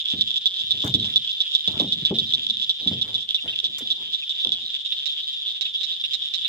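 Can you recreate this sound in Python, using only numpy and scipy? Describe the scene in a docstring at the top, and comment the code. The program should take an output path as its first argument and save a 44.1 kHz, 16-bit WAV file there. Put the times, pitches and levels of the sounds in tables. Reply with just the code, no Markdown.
"""Lakeside frog chorus and a canoe

Insect-like clicking calls, most likely cricket frogs, come from a few animals close by and many along
the shore. Each call is a pulse train that excites a vocal sac resonant near 3.5 kHz; lower chirps cross
from the far bank. A canoe is handled at a plank dock: impacts ring the modes of hull and wood, stick-slip
friction rubs and groans, and gear rustles. Faint open-air noise and a distant hum lie underneath."""
import sys
import numpy as np
from scipy import signal
from scipy.fft import rfft, irfft
from scipy.io import wavfile
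from scipy.ndimage import uniform_filter1d

SR = 44100
rng = np.random.default_rng(int(sys.argv[2]) if len(sys.argv) > 2 else 0)


def generate_wav(signal):
    """Clip the signal to [-1, 1] and save it as 16-bit WAV at the path in sys.argv[1]."""
    frames = np.transpose(np.atleast_2d(signal))
    scaled = np.clip(frames, -1, 1) * 32767
    pcm = np.round(scaled).astype(np.int16)
    wavfile.write(sys.argv[1], SR, pcm)


N = 285768

BINS = np.fft.rfftfreq(4096, 1 / SR)
PORT_DELAY_S = .000475  # lag at the left microphone port for the close frogs
# Spectral envelope of a close pulse, apart from the sac resonance: f/Hz, level/dB
PULSE_SPECTRUM = [(900, -39.5), (1700, -24.5), (2550, -24.5), (2900, -5.5), (3120, -9.5), (3620, 2),
                  (4120, -4.5), (4400, -12.5), (4690, -14.5), (5350, -5.5), (5850, -11), (6350, -18),
                  (6950, -8), (7600, -10.5), (8800, -37), (13300, -21), (16000, -45.5)]
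# Close frogs by name: sac f/Hz, bandwidth/Hz, overtones/dB, rasp/dB, extra echo/dB, left-right/dB
FROGS = {"lead": (3507, 376, -1, -4.5, 7.5, -3.5), "second": (3407.5, 380.5, 2, 0, 2.5, -3.5),
         "bright": (3728, 422, 7, 16, 10.5, -10), "husky": (3606, 329, -7.5, 12, 10, -4),
         "faint": (3543, 299, -2, 3.5, 3, -2.5), "low": (3220, 148, -4.5, 1, -4, 1)}


def sac_pulse(spectrum, hz, overtones_db, rasp_db, width_hz, reference_hz=3626):
    """Resonance: a click rings the vocal sac; a smaller animal shifts the nearby spectrum upward."""
    sac_db = -10 * np.log10(1 + (2 * (BINS - hz) / width_hz) ** 2)
    above = np.interp(BINS, [3600, 4800, 7500, 9000], [0, 1, 1, 0])
    below = np.interp(BINS, [900, 1500, 2600, 3100, 3500], [0, .75, 1.25, .35, 0])
    shift_hz = (hz - reference_hz) * np.exp(-abs(BINS - hz) / 2500)
    envelope_db = lookup(spectrum, np.maximum(BINS - shift_hz, 0))
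    ring = minimum_phase(envelope_db + sac_db + overtones_db * above + rasp_db * below)[:700]
    return ring / abs(ring).max()


def trill(frog, pulses, first_gap, last_gap, fade_db, glide=.01):
    """Pulse-train excitation: spacing and level drift, pitch rises a little, and each pulse varies."""
    hz, width_hz, overtones_db, rasp_db, *_ = FROGS[frog]
    out = np.zeros(4096)
    gaps = first_gap + (last_gap - first_gap) * np.linspace(0, 1, pulses - 1) ** 1.5
    starts = np.r_[0, np.cumsum(gaps)]
    for k, (loud_db, detune, tilt_db) in enumerate(rng.standard_normal((pulses, 3)) * [.5, .008, 1.2]):
        pitch = hz * (1 + glide * (k - (pulses - 1) / 2) + detune)
        ring = sac_pulse(PULSE_SPECTRUM, pitch, overtones_db + tilt_db, rasp_db - tilt_db, width_hz)
        add(out, starts[k], gain(loud_db - fade_db * (k / (pulses - 1)) ** 1.35) * ring)
    return out


def near_calls(turn_db_per_s=.22):
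    """Impulse excitation, in trains or singly: yields t/s, level/dB, echo/dB, left-right/dB, sound."""
    # Trills: t/s, level/dB, pulses, first gap/s, last gap/s, fade/dB, frog
    trills = [(0.1018, -12.5, 5, .006, 0.0076, 3, "second"), (0.2103, -5.5, 4, 0.0042, 0.0034, 5, "lead"),
              (0.3589, -12.5, 5, 0.0069, 0.0038, 0.5, "second"),
              (0.4576, -5.5, 5, .0054, 0.0033, 5.5, "lead"), (.586, -16.5, 6, .006, 0.0064, -1.5, "second"),
              (0.7085, -7, 4, .0053, .0047, 3.5, "lead"), (0.8193, -15.5, 5, 0.0051, 0.0061, 8, "second"),
              (0.9403, -5.5, 5, 0.0048, 0.0039, 9.5, "lead"),
              (1.0439, -12.5, 6, 0.0066, .0055, 6, "second"), (1.1594, -3.5, 5, 0.0046, 0.0046, 9, "lead"),
              (1.292, -15, 6, 0.0053, 0.0047, 0, "second"), (1.4041, -7, 5, .0055, 0.0024, 6, "lead"),
              (1.525, -30, 4, 0.0055, 0.0032, -8.5, "second"), (1.5507, -3.5, 4, 0.006, 0.0041, 13, "lead"),
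              (1.676, -6.5, 4, .0057, 0.0037, 12.5, "lead"), (1.7987, -5.5, 3, .0058, 0.0059, 6.5, "lead"),
              (1.9229, -7, 4, 0.0067, 0.0043, 7, "lead"), (2.0509, -6, 5, 0.0066, .0046, 9, "lead"),
              (2.1864, -7, 4, .0061, 0.0044, 4.5, "lead"), (2.3365, -5, 4, .0061, 0.0067, 8, "lead"),
              (2.4991, -8, 3, .0057, 0.0035, 3, "lead"), (2.615, -13.5, 6, 0.0068, 0.0049, 1, "second"),
              (2.6944, -6.5, 5, .0056, 0.0047, 8.5, "lead"), (2.8741, -7, 5, .0057, 0.0042, 11, "lead"),
              (3.0138, -9.5, 4, 0.0053, 0.0036, 3.5, "lead"), (3.1433, -11, 4, .006, 0.0046, 4.5, "lead"),
              (3.2006, -22, 6, .006, 0.0046, 2, "second"), (3.3456, -7, 4, 0.0057, 0.0063, 7, "lead"),
              (3.478, -19.5, 6, 0.0055, .0058, -0.5, "low"), (3.6424, -10, 5, .0062, 0.0062, 6, "lead"),
              (3.762, -29, 6, 0.0047, .005, 10, "low"), (4.075, -32, 7, 0.0066, 0.0052, 2, "low"),
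              (5.085, -20, 4, .0058, 0.0066, 4, "low"), (5.295, -25, 4, 0.0089, .0055, 9, "low"),
              (3.9033, -9.5, 5, 0.0062, .0053, 4.5, "lead"), (4.1338, -12, 5, .0064, .0043, 5, "lead"),
              (4.2942, -14.5, 5, .0059, 0.0043, 5, "lead"), (4.385, -27, 7, .006, 0.0072, 1.5, "faint"),
              (4.4328, -17.5, 3, 0.0071, 0.007, 1, "faint"), (4.5198, -8, 5, .0062, 0.0073, 10.5, "lead"),
              (4.735, -28, 5, .006, 0.0066, 1, "faint"), (4.85, -20, 4, .006, 0.007, 13, "faint"),
              (4.9215, -13.5, 4, .0053, 0.0035, 13, "husky"),
              (5.0575, -14, 4, 0.0069, 0.0056, 8.5, "bright"), (5.121, -29, 3, 0.0041, 0.012, 1.5, "faint"),
              (5.461, -17.5, 7, 0.0043, .0055, 2.5, "faint"), (5.6109, -13, 4, 0.0064, 0.0045, 8, "bright"),
              (5.6548, -13.5, 3, 0.0048, 0.0037, 12, "husky"), (5.747, -21, 9, .006, .0055, 3.5, "faint"),
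              (5.832, -15.5, 4, 0.0056, 0.0062, 5, "bright"),
              (5.904, -21.5, 7, .006, 0.0062, -0.5, "faint"),
              (6.039, -13.5, 4, .0053, 0.0052, 9.5, "husky"),
              (6.1351, -14, 4, 0.0052, 0.006, 3.5, "bright"), (6.218, -22, 9, .006, 0.0034, 22, "faint"),
              (6.3383, -14, 4, .006, 0.0059, 5, "bright"), (6.4472, -13.5, 3, 0.0063, 0.0046, 1.5, "husky")]
    # Clicks with which the second frog winds up to a trill: time ahead/s, relative level/dB
    wind_up = [(0.045, 0.5), (0.015, -9), (0.017, -1)]
    # Its lone clicks: t/s, level/dB
    lone_clicks = [(.058, -19.5), (.2766, -11.5), (0.3057, -11), (1.1015, -17), (1.1385, -16.5),
                   (2.3235, -12), (2.4672, -9), (3.2898, -11.5), (3.3074, -10.5), (3.5597, -13),
                   (3.589, -9), (3.601, -10.5), (3.8732, -13.5), (4.448, -6.5), (4.4713, -10.5),
                   (4.492, -12)]
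    clicks = list(lone_clicks)
    for s, db, pulses, first_gap, last_gap, fade_db, frog in trills:
        *_, wet_db, pan_db = FROGS[frog]
        if frog == "lead":  # it turns and sounds more central
            pan_db += turn_db_per_s * s
        if frog == "second":
            clicks += [(s - ahead, db + relative_db) for ahead, relative_db in wind_up]
        yield s, db, wet_db, pan_db, trill(frog, pulses, first_gap, last_gap, fade_db)
    hz, width_hz, overtones_db, rasp_db, wet_db, pan_db = FROGS["second"]
    for s, db in clicks:
        yield s, db, wet_db, pan_db, sac_pulse(PULSE_SPECTRUM, hz, overtones_db - 2, rasp_db, width_hz)


def near_frogs(level_db=.12, echo_db=-24):
    """Direct-to-reverberant ratio: the farther and fainter a frog on the right, the more of it is echo."""
    direct, scattered = np.zeros((2, 2, N))
    for s, db, wet_db, pan_db, voice in near_calls():
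        sound = gain(level_db) * ports(voice, pan_db, PORT_DELAY_S)
        add(direct, s, gain(db) * sound)
        add(scattered, s, gain(echo_db + wet_db) * sound)
    return direct + shore_echo(scattered, t60=.031)


def far_frogs(count=13, calls_per_s=3.9, pitch_hz=3550, width_hz=240, level_db=2.01, echo_db=-7):
    """Incoherent sum of many frogs along the shore, each with its own pitch, rasp, pace and direction."""
    # Pulse spectrum after crossing the water: f/Hz, level/dB
    far_spectrum = [(1000, -32), (1700, -11.5), (2300, -12), (2800, -2.5), (3200, 2.5), (3700, -1),
                    (4400, -12), (5200, -4), (6300, -15), (7200, -4.5), (8800, -27), (13500, -32.5),
                    (16000, -30)]
    # Envelope of the chorus: t/s, level/dB
    chorus_level = [(0, -28.5), (.46, -32.5), (.8, -29), (1.18, -32), (1.82, -29), (2, -31.5), (2.3, -29.5),
                    (2.76, -33.5), (2.9, -29), (3.04, -34), (3.7, -33), (4.29, -32.5), (4.42, -29.5),
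                    (4.58, -33), (4.75, -30), (5.27, -30), (5.37, -31.5), (6.48, -30)]
    out, places = np.zeros((2, N)), (np.arange(count) + .5) / count
    for place, build, turn in zip(places, rng.permutation(places), rng.permutation(places)):
        hz = pitch_hz * (1 + .029 * np.arctanh(2 * build - 1))
        pace, gap_s, rasp_db = rng.uniform([.78 * calls_per_s, .0044, -8], [1.2 * calls_per_s, .0072, 1])
        ring, clicks = sac_pulse(far_spectrum, hz, 0, rasp_db, width_hz), np.zeros(N)
        for beat, (late, loud, length, hurry) in enumerate(rng.uniform(-1, 1, (48, 4))):
            k = np.arange(round(9 + 5 * length))
            onset = (beat - 1 + turn + .3 * late) / pace
            # even pulses that slowly speed up or lag give the call a short gliding tone
            s = onset + gap_s * k * (1 + .003 * hurry * k) + .00004 * rng.standard_normal(len(k))
            arch = np.sin(np.pi * (k + 1) / (len(k) + 1)) ** .5
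            strength = gain(6.5 * loud + 2.2 * rng.standard_normal(len(k))) * arch
            heard = (s >= 0) & (s < (N - 1) / SR)
            clicks[(s[heard] * SR).astype(int)] += strength[heard]
        delay_s = PORT_DELAY_S * (1 - 1.547 * place ** 2.586)
        out += wandering_ring(clicks, ports(ring, .5, delay_s))
    out += gain(echo_db) * shore_echo(out)
    # the animals fill each other's gaps, so the sum is levelled before it takes its envelope
    running_rms = np.sqrt(uniform_filter1d((out ** 2).mean(0), size=3400) + 1e-12)
    return gain(level_db) * envelope(chorus_level) * out / running_rms


def wandering_ring(clicks, ring, wander_hz=70, steps_per_s=22):
    """Single-sideband shift: the pitch rung by the clicks drifts within and between calls."""
    steps = np.arange(N) / SR * steps_per_s
    phase = phase_of(wander_hz * np.interp(steps, np.arange(512), rng.standard_normal(512)))
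    quadrature = convolve(clicks, signal.hilbert(ring).imag)
    return convolve(clicks, ring) * np.cos(phase) - quadrature * np.sin(phase)


def shore_echo(x, t60=.99):
    """Scattering off water, planks and trees: sparse reflections that decay exponentially."""
    t = np.arange(SR // 2) / SR
    tail = rng.standard_normal((2, len(t))) * decay(t, t60) * (t > .0025)
    tail *= rng.random((2, len(t))) < .05
    return convolve(x, tail / np.linalg.norm(tail[0]))


def chirps(level_db=-8, width_hz=130, glide=-.08, rasp=.65, throb=.49, throb_hz=185, size=1200):
    """Amplitude modulation: throbbing, raspy notes that fall in pitch, from the far bank on the left."""
    # Chirps: t/s, level/dB, centre f/Hz
    notes = [(3.376, -24.5, 2740), (3.522, -27, 2750), (4.215, -28, 2610), (5.652, -30, 2610),
             (6.04, -28.5, 2700), (6.45, -28, 2690)]
    out, u = np.zeros((2, N)), np.arange(size) / size
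    beats = 1 - throb * np.cos(2 * np.pi * throb_hz * np.arange(size) / SR)
    for s, db, hz in notes:
        a, b = unit_rms(lowpass(rng.standard_normal((2, size)), width_hz, order=2))
        phase = phase_of(hz * (1 + glide * (u - .5)))
        tone = unit_rms((1 + rasp * a) * np.sin(phase) + rasp * b * np.cos(phase))
        note = tone * beats * np.sin(np.pi * u)
        add(out, s, gain(db + level_db) * ports(note, .66, -PORT_DELAY_S / 4))
    return out


def hull_response(ring_db=-8, thud_db=-2, tail_db=-8, thud_t60=.075, size=32768):
    """Modal impulse response of hull and dock: a thud, modes that shift with load, and a hollow tail."""
    # Distinct modes: f/Hz, level/dB, T60/s
    hull_modes = [(99, -1, 0.32), (133.4, -6.5, 0.47), (189.3, -2.5, 0.33), (221.1, 0, 0.37),
                  (283, -2, 0.19), (314, -2.5, 0.14), (393, -7, 0.32), (480.6, -10, 0.076), (554, -14, .11),
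                  (669, -10.5, 0.14), (800, -13, .14), (890, -14, .15), (1038, -5.5, .15), (1090, -16, .12),
                  (1130, -12.5, 0.16)]
    # Spectrum of the dense plank modes: f/Hz, level/dB
    plank_spectrum = [(25, -49.5), (55, -7), (100, 4), (200, -2), (300, -2.5), (600, -4), (900, -5),
                      (1400, -4), (3000, -1.5), (8000, -51)]
    # Their decay: f/Hz, T60/s
    plank_t60 = [(80, 0.83), (210, 0.51), (560, 0.31), (1470, 0.037), (8000, 0.064)]
    # Difference between the two ports: f/Hz, side against mid/dB
    stereo_width = [(100, -18.5), (250, -7.5), (500, -7), (1000, -.5)]
    t = np.arange(size) / SR
    load = 1 + .025 * rng.uniform(-1, 1, len(hull_modes))
    modes = sum((-1) ** k * gain(db) * decay(t, t60) * np.sin(2 * np.pi * hz * load[k] * t)
                for k, (hz, db, t60) in enumerate(hull_modes))
    mid, side = coloured(rng.standard_normal((2, size)), plank_spectrum)
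    side = coloured(side, stereo_width)
    dense = np.array([mid + side, mid - side])
    band_hz, frame_s, bands = signal.stft(dense[:, ::-1], SR, nperseg=1024)
    bands *= decay(frame_s, lookup(plank_t60, band_hz)[:, None])
    tail = signal.istft(bands, SR, nperseg=1024)[1][:, :size]
    thud = dense * decay(t, thud_t60)
    whole = sum(gain(db) * unit_rms(x) for db, x in [(ring_db, modes), (thud_db, thud), (tail_db, tail)])
    return whole * (1 - np.exp(-t / .00087))


def knocks(spot_db=3, overtone_db=-9, overtone_ratio=2.15, sag=.21, sag_s=.01):
    """Impact of hull on dock: the struck spot swings as a damped oscillator; soft contact cuts treble."""
    # Impacts: t/s, level/dB, spot f/Hz, contact cut-off/Hz, spot T60/s
    impacts = [(0.136, -34, 209, 440, 0.057), (.188, -41, 136, 300, 0.064), (0.636, -50.5, 110, 170, 0.14),
               (.689, -54, 106, 170, .1), (.738, -45, 120, 625, .08), (.775, -46, 116, 400, 0.074),
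               (0.838, -32.5, 292, 1180, 0.066), (.848, -28, 139, 600, 0.026),
               (.863, -39.5, 415, 1200, 0.065), (0.889, -31, 135, 219, 0.18), (.946, -27, 123, 475, .045),
               (1.004, -35.5, 106, 290, 0.069), (1.678, -34, 199, 680, 0.054),
               (1.738, -37.5, 95.5, 1100, .06), (1.766, -41, 158, 606, 0.063),
               (1.799, -31.5, 510, 800, 0.033), (1.805, -32, 211, 850, .06),
               (1.819, -29.5, 280, 603, 0.031), (1.842, -33, 235, 644, 0.045),
               (1.872, -34.5, 185, 400, 0.043), (1.929, -43, 205, 260, 0.11),
               (2.021, -35.5, 162, 335, 0.073), (2.108, -23.5, 186, 695, 0.03),
               (2.123, -27, 378, 495, 0.057), (2.18, -42, 410, 457, 0.16), (2.212, -36.5, 166, 310, 0.046),
               (2.354, -48.5, 147, 296, 0.084), (2.822, -54, 115, 220, .08), (2.862, -30.5, 207, 454, .04),
               (2.913, -28.5, 207, 625, 0.031), (3.443, -47.5, 270, 710, 0.035),
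               (3.807, -47.5, 443, 1020, 0.03), (3.82, -41.5, 264, 490, 0.037),
               (4.452, -44.5, 506, 850, 0.088), (4.464, -41, 309, 750, 0.093), (4.488, -49, 230, 700, .06),
               (4.587, -62, 800, 1200, 0.033)]
    out, onset = np.zeros((2, N)), 900  # the first samples set a knock's level
    for s, db, spot_hz, bright_hz, spot_t60 in impacts:
        # a stiff, high-pitched spot stirs little of the deep hull ring
        body = butterworth(lowpass(hull_response(), bright_hz), spot_hz / 2.18, "high", order=2)
        t = np.arange(body.shape[1]) / SR
        # the spot starts stiff and relaxes, so its pitch sags; a hard blow adds an overtone
        phase = phase_of(spot_hz * (1 + sag * (np.exp(-t / sag_s) - .5)))
        overtone_gain = gain(overtone_db) / (1 + (overtone_ratio * spot_hz / bright_hz) ** 2)
        swing = np.sin(phase) + overtone_gain * np.sin(overtone_ratio * phase)
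        spot = butterworth(swing * decay(t, spot_t60) * (1 - np.exp(-t / .00091)), spot_hz / 2, "high")
        spot = ports(spot, .5, -PORT_DELAY_S / 3)[:, :len(t)] / spot[:onset].std()
        blow = body / body[:, :onset].std() + gain(spot_db) * spot
        add(out, s, gain(db) * blow / blow[:, :onset].std())
    return out


def rubs(level_db=1, uneven_db=4.5, slips_per_s=1000):
    """Stick-slip friction: fine random slips drive the hull; each slide swells fast and trails off."""
    # Slides along the planks: t/s, duration/s, level/dB, cut-off/Hz
    slides = [(.129, 0.042, -54, 1100), (.579, 0.17, -63, 800), (.723, 0.33, -55, 500),
              (.841, 0.053, -39.5, 1500), (.961, 0.33, -51.5, 420), (1.023, 0.15, -56, 1200),
              (1.67, 0.28, -46.5, 900), (1.93, .42, -51.5, 420), (2.32, 0.17, -54.5, 700),
              (2.459, .24, -59.5, 281), (2.782, 0.32, -52.5, 750), (3.039, .2, -50.5, 850),
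              (3.426, 0.14, -50, 850), (3.62, .13, -56, 650), (3.843, 0.14, -58.5, 800),
              (3.972, .17, -57.5, 950), (4.48, 0.27, -61, 750)]
    out = np.zeros((2, N))
    for s, length, db, hz in slides:
        u = np.arange(0, 1, 1 / (length * SR))
        slips = (rng.standard_normal(SR) * (rng.random(SR) < slips_per_s / SR))[:len(u)]
        pressure = gain(uneven_db * slow_noise(51))[-len(u):]
        force = slips * pressure * np.sin(np.pi * u ** .35)
        rub = lowpass(convolve(force, hull_response(ring_db=-14, tail_db=-11)), hz, order=3)
        # a light, bright slide stirs little of the deep ring
        rub = butterworth(rub, [hz * .14, hz * 1.1], "band")
        add(out, s, gain(db + level_db) * rub / rub[:, :len(u)].std())
    return out


def groans(rough=.72, width_hz=42):
    """Periodic stick-slip: the dragging hull judders at a low pitch that sinks as the load eases."""
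    # Drags: t/s, duration/s, level/dB, first f/Hz, last f/Hz
    drags = [(0.963, .15, -43.5, 242, 193), (1.12, .17, -57.5, 168, 138),
             (2.453, 0.23, -54.5, 233.6, 185.5), (2.93, 0.0864, -46, 205, 120)]
    out = np.zeros((2, N))
    for s, length, db, first_hz, last_hz in drags:
        u = np.arange(0, 1, 1 / (length * SR))
        grip, drift = (slow_noise(width_hz)[-len(u):] for _ in range(2))
        phase = phase_of(first_hz + (last_hz - first_hz) * u)
        judder = (1 + rough * grip) * np.sin(phase) + rough * drift * np.cos(phase)
        add(out, s, gain(db) * unit_rms(judder * np.sin(np.pi * u ** .54)))
    return out


def scrapes(spiky=1.6, uneven_db=2):
    """Friction noise: soft, grainy scuffs on the planks swell and trail off."""
    # Scuffs: t/s, duration/s, level/dB
    scuffs = [(1.015, .14, -53.5), (1.733, 0.14, -56), (1.951, 0.17, -57.5), (2.842, 0.12, -55),
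              (3.026, 0.14, -58), (3.438, 0.12, -53), (3.785, 0.052, -52)]
    # Their spectrum: f/Hz, level/dB
    spectrum = [(100, -20), (500, -13), (1200, -3.5), (2200, 5), (4000, -12.5), (9000, -12.5), (16000, -23)]
    out = np.zeros((2, N))
    for s, length, db in scuffs:
        u = np.arange(0, 1, 1 / (length * SR))
        grains = coloured(spiky_noise(SR, spiky), spectrum) * gain(uneven_db * slow_noise(50))
        add(out, s, gain(db) * unit_rms(grains[:, -len(u):] * np.sin(np.pi * u)))
    return out


def rustles(snappy=1.5, spiky=1.4, pan_db=-1.5):
    """Crackling noise: rope and cloth give brief clumps of tiny snaps, a little to the right."""
    # Clumps of snaps: t/s, duration/s, level/dB
    clumps = [(0.843, .02, -37), (0.86, 0.019, -38.5), (0.876, 0.0073, -32.5), (0.887, 0.039, -47.5),
              (0.947, 0.029, -48), (1.72, 0.0056, -46), (1.8, 0.056, -49.5), (3.7805, 0.023, -32.5),
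              (3.795, .04, -53.5)]
    # Their spectrum: f/Hz, level/dB
    spectrum = [(1000, -7.5), (4000, 2.5), (7300, 4), (9500, -9), (12000, -3), (16000, -7.5)]
    out, t = np.zeros((2, N)), np.arange(2049) / SR
    for s, length, db in clumps:
        snaps = unit_rms(coloured(spiky_noise(len(t), spiky), spectrum))
        rise = 4 * t / length
        add(out, s, gain(db) * snaps * (rise * np.exp(1 - rise)) ** snappy)
    return out * gain([[pan_db / 2], [-pan_db / 2]])


def air(width=.46, flicker_db=.8):
    """Broadband noise: faint, nearly steady open-air rumble and hiss, a little louder at the end."""
    # Spectrum of the open air: f/Hz, level/dB
    spectrum = [(20, -16), (60, -2), (130, -4), (250, -13.5), (750, -15.5), (1000, -24.5), (1500, -18.5),
                (4000, -9), (9000, -24.5), (14000, -30.5), (16000, -35)]
    # Gain applied to the noise, within a few decibels of steady: t/s, level/dB
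    gain_curve = [(0, -60), (3.9, -59.5), (5.4, -62), (5.9, -60), (6.48, -57)]
    mid, side = coloured(rng.standard_normal((2, N)), spectrum)
    flicker = gain(flicker_db * slow_noise(7, size=N, order=2))
    return envelope(gain_curve) * flicker * unit_rms(np.array([mid + width * side, mid - width * side]))


def hum(hz=372, width_hz=14, level_db=-81, start_s=4.2, rise_s=.7):
    """Narrow-band noise: a faint, wavering hum comes up in the distance."""
    t = np.arange(N) / SR
    waver = lowpass(rng.standard_normal(N) + 1j * rng.standard_normal(N), width_hz, order=2)
    fade_in = np.clip((t - start_s) / rise_s, 0, 1)
    return gain(level_db) * fade_in * unit_rms((waver * np.exp(2j * np.pi * hz * t)).real)


def ports(x, pan_db, delay_s, pad=32):
    """Level and time differences at two microphone ports: sound from the right reaches the left later."""
    x = np.pad(x, pad)
    lag = np.exp(-2j * np.pi * np.fft.rfftfreq(len(x), 1 / SR) * delay_s)
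    pair = np.array([gain(pan_db) * irfft(rfft(x) * lag, len(x)), x])
    return pair[:, pad if delay_s > 0 else 0:] / np.sqrt((1 + gain(2 * pan_db)) / 2)


def shadowed(pair):
    """Acoustic shadow: the housing shields the left port from the treble of frogs on the right."""
    # Shadow of the housing: f/Hz, left-right/dB
    shadow = [(1500, 3.5), (3300, -0.5), (4500, -5), (7500, -0.5), (13000, -8.5)]
    return np.array([coloured(x, [(hz, sign * db / 2) for hz, db in shadow])
                     for x, sign in zip(pair, (1, -1))])


def gain(db):
    """Decibels to amplitude."""
    return 10 ** (np.asarray(db) / 20)


def decay(t, t60):
    """Exponential damping, 60 dB in t60 seconds."""
    return gain(-60 * t / t60)


def phase_of(hz):
    """Phase as the integral of frequency."""
    return 2 * np.pi * np.cumsum(hz) / SR


def unit_rms(x):
    """Normalisation to unit power."""
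    return x / np.sqrt(np.mean(x ** 2) + 1e-20)


def lookup(points, hz):
    """Interpolation on a log-frequency axis."""
    f, value = np.transpose(points)
    return np.interp(np.log(hz + 1), np.log(f + 1), value)


def envelope(curve):
    """Interpolation of (t/s, level/dB) points to a gain for every sample."""
    return gain(np.interp(np.arange(N) / SR, *np.transpose(curve)))


def add(mix, s, sound):
    """Superposition of a sound at time s."""
    part = mix[..., max(round(s * SR), 0):][..., :sound.shape[-1]]
    part += sound[..., :part.shape[-1]]


def coloured(x, points):
    """Zero-phase filtering by (f/Hz, level/dB) points."""
    size = x.shape[-1]
    return irfft(rfft(x) * gain(lookup(points, np.fft.rfftfreq(size, 1 / SR))), size)


def minimum_phase(db):
    """The promptest causal impulse response with these gains on BINS."""
    log_gain = np.log(gain(np.r_[db, db[-2:0:-1]]))
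    return irfft(np.exp(np.conj(signal.hilbert(log_gain)))[:len(BINS)])


def convolve(x, response):
    """Convolution along time, cut to the length of the scene."""
    return signal.oaconvolve(np.atleast_2d(x), np.atleast_2d(response), axes=1)[:, :N]


def butterworth(x, hz, kind, order=1):
    """Maximally flat filtering."""
    return signal.sosfilt(signal.butter(order, hz, kind, fs=SR, output="sos"), x)


def lowpass(x, hz, order=4):
    """Attenuation above a cut-off."""
    return butterworth(x, hz, "low", order)


def slow_noise(hz, size=SR, order=4):
    """Band-limited random fluctuation of unit power."""
    return unit_rms(lowpass(rng.standard_normal(size), hz, order))


def spiky_noise(size, power):
    """Heavy-tailed stereo noise: a power law lifts the peaks into grains."""
    noise = rng.standard_normal((2, size))
    return np.sign(noise) * abs(noise) ** power


def scene():
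    """Superposition of frogs, canoe and background."""
    canoe = knocks() + rubs() + groans() + scrapes() + rustles()
    return shadowed(near_frogs() + far_frogs()) + chirps() + canoe + air() + hum()


def record(dry, low_cut_hz=55, band_limit_hz=15850):
    """Band limiting: the microphone rolls off the bass and the recorder cuts the top treble."""
    thin = butterworth(dry, low_cut_hz, "high", order=2)
    kernel = signal.firwin(511, band_limit_hz, window=("kaiser", 9), fs=SR)
    return signal.oaconvolve(thin, kernel[None], "same")


dry = scene()
out = record(dry)
generate_wav(out)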